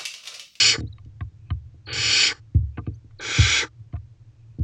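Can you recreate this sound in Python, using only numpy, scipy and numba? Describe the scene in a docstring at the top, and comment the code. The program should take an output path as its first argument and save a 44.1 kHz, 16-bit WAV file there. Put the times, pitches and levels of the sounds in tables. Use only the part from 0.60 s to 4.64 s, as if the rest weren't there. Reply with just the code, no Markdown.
"""Three rasping hisses: two barn owlets beg at night in a wooden nest box, close to a small microphone.
Each hiss is rough air ringing in the throat; its middle resonances sink as the beak shuts.
The box makes some pitches louder and others softer. Feet thump the floorboard and claws tick on it.
Brief whistles and thin rasps come and go, over a low rumble and a faint steady hiss."""
import sys
import numpy as np
from scipy import signal
from scipy.fft import rfft, irfft
from scipy.io import wavfile
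from numba import njit

SR = 44100
rng = np.random.default_rng(int(sys.argv[2]) if len(sys.argv) > 2 else 0)


def unload_audio(sound):
    """Save the sound as a 16-bit wav file, at the path given as the first command line argument."""
    columns = np.transpose(np.atleast_2d(sound))
    # keep every value between -1 and 1, then stretch to whole-number steps
    steps = np.round(np.clip(columns, -1, 1) * 32767)
    wavfile.write(sys.argv[1], SR, steps.astype(np.int16))


N = 178119
T = np.arange(N) / SR


def undb(db):
    """Turn decibels into a number to multiply by."""
    return 10 ** (np.asarray(db) / 20)


def band_rms(x, lo_hz, hi_hz):
    """The average strength (rms) of x between two frequencies."""
    hz = np.fft.rfftfreq(len(x), 1 / SR)
    return np.std(irfft(rfft(x) * ((hz > lo_hz) & (hz < hi_hz))))


def butter(x, hz, kind, order=2):
    """Keep the lows, the highs or a band; a higher order cuts more sharply."""
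    return signal.sosfilt(signal.butter(order, hz, kind, fs=SR, output="sos"), x)


def flutter(hz):
    """A random wobble of typical size 1, up to about hz times a second."""
    x = butter(rng.standard_normal(N), hz, "low")
    return x / x.std()


def add(out, start_s, sound):
    """Mix a short sound in at a given time."""
    i = int(np.clip(start_s * SR, 0, N - 1))
    out[i:i + len(sound)] += sound[:N - i]


@njit
def resonate(x, hz, width):
    """A resonance: it lets through the pitches near hz, and its centre and width can move."""
    y, band_state, low_state = np.empty(len(x)), 0., 0.
    for i in range(len(x)):
        tuning, damping = np.tan(np.pi * hz[i] / SR), width[i] / hz[i]
        band = (band_state + tuning * (x[i] - low_state)) / (1 + tuning * (tuning + damping))
        band_state = 2 * band - band_state
        low_state += 2 * tuning * band
        y[i] = damping * band
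    return y


def blown(hz, width_hz):
    """Rushing air: noise through the same resonance twice, for a steep-sided band."""
    centre, span = hz * np.ones(N), width_hz * np.ones(N)
    return resonate(resonate(rng.standard_normal(N), centre, span), centre, span)


def background(drone_hz=111, boom_hz=82, boom_db=-8, rumble_db=-43, fade_db_per_s=4, air_db=-75):
    """Faint steady hiss and a low rumble that slowly fades, swelling when the birds shuffle."""
    # The tone of the steady noise. Each row: frequency in Hz, relative level in dB.
    air_curve = [(12, -32), (20, 0.5), (54, -18.5), (117, 5), (139, -8.5), (194, -34), (316, -22.5),
                 (397, -31), (715, -37.5), (6770, -47.5), (8970, -59.5), (11700, -95.5), (19700, -120)]
    # Soft shuffles. Each row: start in seconds, length in seconds, level in dB.
    shuffles = [(1.258, 0.23, -34.5), (1.427, 0.12, -36), (3.13, .18, -45), (3.418, 0.11, -48),
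                (3.83, 0.13, -46)]
    hz, db = np.transpose(air_curve)
    bins_hz = np.fft.rfftfreq(N, 1 / SR)
    curve_db = np.interp(np.log(bins_hz + 1), np.log(hz), db)
    air = irfft(rfft(rng.standard_normal(N)) * undb(curve_db), N)
    rumble = blown(drone_hz, width_hz=18) + undb(boom_db) * blown(boom_hz, width_hz=23)
    swell = undb(rumble_db - fade_db_per_s * T)
    for start_s, length_s, shuffle_db in shuffles:
        add(swell, start_s, undb(shuffle_db) * np.hanning(int(length_s * SR)))
    return undb(air_db) * air / band_rms(air, 1000, 8020) + swell * rumble / rumble.std()


def thin_rasps(hz=2500, width_hz=330, flicker_db=4):
    """Very faint rasps between the calls: a narrow band of flickering noise swells and fades."""
    # Each row: start in seconds, length in seconds, level in dB.
    rasps = [(0.754, 0.25, -74), (2.125, 0.053, -71), (2.212, .1, -64.5), (3.556, 0.55, -81.5)]
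    air = blown(hz, width_hz) * undb(flicker_db * flutter(30))
    swell = np.zeros(N)
    for start_s, length_s, db in rasps:
        add(swell, start_s, undb(db) * np.hanning(int(length_s * SR)))
    return swell * air / air.std()


def whistles(rough=0.15):
    """Brief sliding whistles, made husky by a wobble in pitch and loudness."""
    # Each row: start in seconds, length in seconds, first and last pitch in Hz, level in dB.
    glides = [(0.265, 0.026, 3570, 4550, -52.5), (0.324, 0.013, 4110, 3660, -46),
              (0.326, 0.087, 3860, 3750, -70), (2.336, 0.015, 4470, 4670, -63),
              (2.34, .025, 5630, 6750, -62.5), (1.255, 0.0264, 4580, 3920, -42.5),
              (1.265, 0.15, 4560, 4430, -41), (2.584, 0.021, 4800, 3100, -43)]
    out = np.zeros(N)
    for start_s, length_s, first_hz, last_hz, db in glides:
        n = int(length_s * SR)
        phase = 2 * np.pi * np.cumsum(np.linspace(first_hz, last_hz, n)) / SR
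        tone = np.sin(phase + 2 * rough * flutter(99)[-n:])
        tone *= 1 + rough * flutter(300)[-n:]
        add(out, start_s, undb(db) * np.hanning(n) * tone)
    return out


def claws(scrape_s=0.0028, grit=0.37, crack=0.4, top_hz=3800, reach_hz=170):
    """A claw tip skids for a few milliseconds, making a tiny crack and ringing the wood."""
    # Claw strikes. Each row: start in seconds, peak level in dB, brightness in dB per octave.
    strikes = [(0.204, -37, 20), (0.227, -56, 11), (0.383, -44.5, 1.5), (0.449, -53, 16),
               (0.607, -30, -2.5), (0.904, -27, 0), (1.947, -52, 4), (2.173, -31, -8), (2.181, -30, -5.5),
               (2.189, -35, -14), (2.266, -38.5, 1), (2.509, -53.5, 3), (3.327, -46.5, 2.5),
               (3.338, -36, -22), (3.355, -43, -9), (3.364, -42.5, -7), (3.993, -52, 11.5)]
    # The wood's tones. Each row: pitch in Hz, relative level in dB, seconds to fade by 60 dB.
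    wood_tones = [(709, -6.5, 0.065), (882, -11, 0.026), (1064, -1.5, 0.056), (1194, 3, 0.039),
                  (1540, 3, 0.026), (1780, -3.5, 0.012), (2055, 8, 0.0094), (2256, -5.5, 0.035),
                  (2607, 1.5, 0.014), (3010, 1, 0.012), (3760, -12.5, 0.051), (4250, -1.5, 0.0076)]
    out, t = np.zeros(N), T[:SR // 8]
    octaves = np.log2(np.clip(np.fft.rfftfreq(len(t), 1 / SR), 500, 8000) / 2000)
    for start_s, db, brightness in strikes:
        skid = grit * rng.standard_normal(len(t)) * np.exp(-t / scrape_s)
        skid[0] += 2  # the first hit
        ring = sum(np.sin(2 * np.pi * (hz * t + rng.random())) * undb(tone_db - 60 * t / fade_s)
                   for hz, tone_db, fade_s in wood_tones)
        ring += crack * butter(rng.standard_normal(len(t)), [800, 4500], "band") * undb(-60 * t / 0.015)
        tick = signal.fftconvolve(skid, ring)[:len(t)]
        tick = irfft(rfft(tick) * undb(brightness * octaves), len(t)) * np.linspace(1, 0, len(t))
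        # a sharper contact reaches further into the treble
        cutoff_hz = min(top_hz + reach_hz * max(brightness, 0), 9000)
        tick = butter(tick, cutoff_hz, "low", order=6)
        add(out, start_s, undb(db) * tick / np.abs(tick).max())
    return out


def footfalls():
    """A padded foot pushes the floorboard; a shorter contact rings its higher tones."""
    # Steps. Each row: start in seconds, peak level in dB, contact time in milliseconds.
    steps = [(.182, -21.5, 1.74), (0.208, -25.5, 1), (0.234, -23, 2.9), (0.46, -34.5, 4.5),
             (.609, -22.5, 6.5), (0.907, -16.5, 8.3), (1.144, -46, 0.94), (1.948, -7.5, 7.2),
             (2.028, -22, 19.6), (2.181, -22, 1.66), (2.274, -19.5, 2.3), (2.445, -40.5, 2.6),
             (2.783, -18, 3.1), (2.789, -6, 7.9), (3.333, -21, 6.9), (3.434, -43, 15), (3.986, -25, 2.8),
             (3.999, -15, 5.7)]
    # The board's tones. 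Each row: pitch in Hz, relative level in dB, seconds to fade by 60 dB.
    board_tones = [(73, -15.5, 0.52), (90.2, -5, 0.26), (110.8, 0, 0.2115), (136.7, -1, 0.1),
                   (161.2, -8, 0.15), (237, -3.5, 0.083), (265.5, -6, 0.13), (308.9, 1, 0.089),
                   (395.4, -13, 0.16), (406, -21.5, 0.2), (459.6, -8.5, 0.13), (687, -11.5, 0.071)]
    out, t = np.zeros(N), T[:SR // 2]
    ring = sum(np.sin(2 * np.pi * hz * t) * undb(db - 60 * t / fade_s) for hz, db, fade_s in board_tones)
    ring = butter(ring, 65, "high", order=10)  # the small board gives no deep bass; its lows come late
    for start_s, db, contact_ms in steps:
        progress = t / (contact_ms / 1000)
        push = progress ** 2 * np.exp(-6 * progress)
        thump = signal.fftconvolve(ring, push)[:len(t)]
        add(out, start_s, undb(db) * thump / np.abs(thump).max())
    return out


def at_microphone(x, path, size=4096):
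    """The ringing box lifts some pitches and dips others; the microphone softens the high treble."""
    hz = np.fft.rfftfreq(size, 1 / SR)
    curve_db = sum(db * np.exp(-((hz - centre_hz) / width_hz) ** 2) for centre_hz, width_hz, db in path)
    # turn the curve into a ring that follows the sound and never comes before it (minimum phase)
    cepstrum = irfft(np.log(undb(curve_db)))
    cepstrum[1:size // 2] *= 2
    cepstrum[size // 2 + 1:] = 0
    ring = irfft(np.exp(rfft(cepstrum)))
    return signal.fftconvolve(x, ring)[:N]


def breath(start_s, shut_s, tail_db, tail_s, attack_s=0.0042, swell_s=0.32, closing_s=0.055, stop_s=0.007):
    """Curves from 0 to 1: the bird pushes harder, holds, then shuts its beak and a little air leaks."""
    effort = np.clip(0.032 + (T - start_s) / swell_s, 1e-3, 1)
    closed = np.clip((T - shut_s) / closing_s + 1, 0, 1)
    stopped = np.clip((T - shut_s) / stop_s, 0, 1)
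    onset = np.clip((T - start_s) / attack_s, 0, 1)
    tail = np.clip(1 - (T - shut_s) / tail_s, 0, 1) ** 0.71
    flow = onset * undb(tail_db * stopped) * tail
    return effort, closed * (flow > 0), stopped, flow


def hiss(throat, path, start_s, treble_on_s, shut_s, db, treble_db, grunt_db, tail_db, tail_s,
         sink_to_hz=1350, low_db=-44, shut_middle_db=-10, shut_treble_db=-19, leak_db=4, grunt_s=0.015):
    """One begging call: air rasps through the low, middle and high resonances of the throat."""
    effort, closed, stopped, flow = breath(start_s, shut_s, tail_db, tail_s)
    sink = 0.77 * closed ** 1.4
    drift = 1 + 0.006 * flutter(28)
    spurts = undb(0.16 * flutter(420))  # the airflow is slightly uneven

    def ring(resonances, pull=0):
        """Air through some resonances; the shutting beak pulls them down and widens them."""
        widen = 1 + 0.83 * pull
        air = sum(undb(level_db) * blown(drift * (hz + pull * (sink_to_hz - hz)), width_hz * widen)
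                  for hz, width_hz, level_db in resonances)
        return spurts * air / np.sqrt(widen)

    def gain_for(air, level_db, band_hz):
        """The gain that brings a band of this air to a level at the microphone."""
        return undb(level_db) / band_rms(at_microphone(air, path), *band_hz)

    low, mouth, high = ring(throat[:1]), ring(throat[1:2], sink), ring(throat[4:])
    middle = ring(throat[2:3], sink) + (1 - sink) * ring(throat[3:4])
    middle_gain = gain_for(mouth + middle, db + shut_middle_db * closed, (1000, 3700))
    high_gain = gain_for(high, db + treble_db + shut_treble_db * closed, (3800, 9000))
    # the low resonances grow least with effort
    out = low * effort ** 0.14 * gain_for(low, low_db, (370, 600))
    out += (mouth * effort ** 0.55 + middle * effort) * middle_gain
    out += high * effort ** 0.97 * high_gain * undb(leak_db * stopped)  # leaking air sounds thinner
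    # the narrowing throat grunts just as the beak shuts
    grunt = spurts * blown(420 * drift, width_hz=150)
    grunt_swell = np.exp(-((T - shut_s) / grunt_s + 0.5) ** 2)
    out += grunt * grunt_swell * gain_for(grunt, grunt_db, (370, 600))
    # the camera's sound is muffled above 4.6 kHz at first, then the treble switches on abruptly
    muffled = butter(out, 4600, "low", order=36)
    return at_microphone(flow * np.where(T < treble_on_s, muffled, out), path)


def owlets():
    """A shrill owlet and a hoarse one hiss, each from its own place in the box."""
    # Throat resonances. Each row: centre in Hz, width in Hz, relative level in dB.
    shrill_throat = [(355, 345, -17), (1605, 560, -11), (2450, 560, 0), (3050, 1100, -4), (4405, 200, 3),
                     (5125, 985, -3), (7030, 540, -6)]
    hoarse_throat = [(400, 375, -17), (1495, 440, -8), (2290, 475, 0), (3295, 770, -4), (4140, 1620, -12),
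                     (5725, 1880, -13), (6830, 215, -8)]
    # The box's peaks and dips; the last row is the microphone's treble roll-off.
    # Each row: centre in Hz, width in Hz, lift or cut in dB.
    shrill_path = [(305, 35, 4), (475, 50, 6), (680, 35, -12), (840, 80, 9), (1010, 55, -2), (1180, 55, 9),
                   (1425, 40, -5), (1505, 55, 3), (1890, 50, -3), (2230, 55, 1), (2420, 60, -5),
                   (2685, 70, -14), (2975, 65, 4), (3115, 50, -5), (3195, 50, 4), (3395, 45, -10),
                   (3550, 55, 3), (3670, 50, -5), (3770, 55, 4), (3875, 50, 5), (4680, 70, 7),
                   (5175, 70, -7), (5840, 70, 7), (6335, 65, -6), (7200, 55, -7), (7845, 85, 11),
                   (8155, 80, 11), (9215, 865, -6)]
    hoarse_path = [(315, 35, 8), (470, 40, 6), (710, 50, -12), (855, 115, 10), (1045, 35, -5),
                   (1200, 35, 7), (1265, 45, -5), (1350, 55, 4), (1435, 50, -5), (1545, 70, 4),
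                   (1900, 50, -4), (2715, 65, -16), (2925, 55, 2), (3095, 60, -6), (3745, 60, -4),
                   (3920, 65, 6), (4080, 60, -6), (4360, 55, -6), (5115, 55, 4), (5310, 55, 5),
                   (5450, 55, -8), (5840, 65, 6), (6475, 50, -9), (6655, 50, -6), (7375, 50, 5),
                   (7825, 90, 7), (8170, 80, 7), (9155, 820, -17)]
    # Each row: which owlet; when the call starts, the camera's treble switches on and the beak shuts,
    # in seconds; middle level, treble relative to it, grunt level and tail drop, in dB; tail in seconds.
    calls = [("shrill", -.33, -.27, 0.16, -20.5, 4, -34, -11, .052),
             ("shrill", 1.267, 1.329, 1.727, -21, .7, -43.5, -17, .076),
             ("hoarse", 2.594, 2.609, 3.049, -21, -4, -31.5, -10.5, 0.037)]
    birds = {"shrill": (shrill_throat, shrill_path), "hoarse": (hoarse_throat, hoarse_path)}
    return sum(hiss(*birds[name], *call) for name, *call in calls)


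def scene():
    """Three hisses over the shuffling of feet, in one channel."""
    return (owlets() + footfalls() + claws() + whistles() + thin_rasps() + background())[None]


def record(dry, top_hz=8950):
    """The camera cuts off the highest treble sharply."""
    return signal.sosfilt(signal.ellip(10, .2, 80, top_hz, fs=SR, output="sos"), dry)


dry = scene()
out = record(dry)
unload_audio(out)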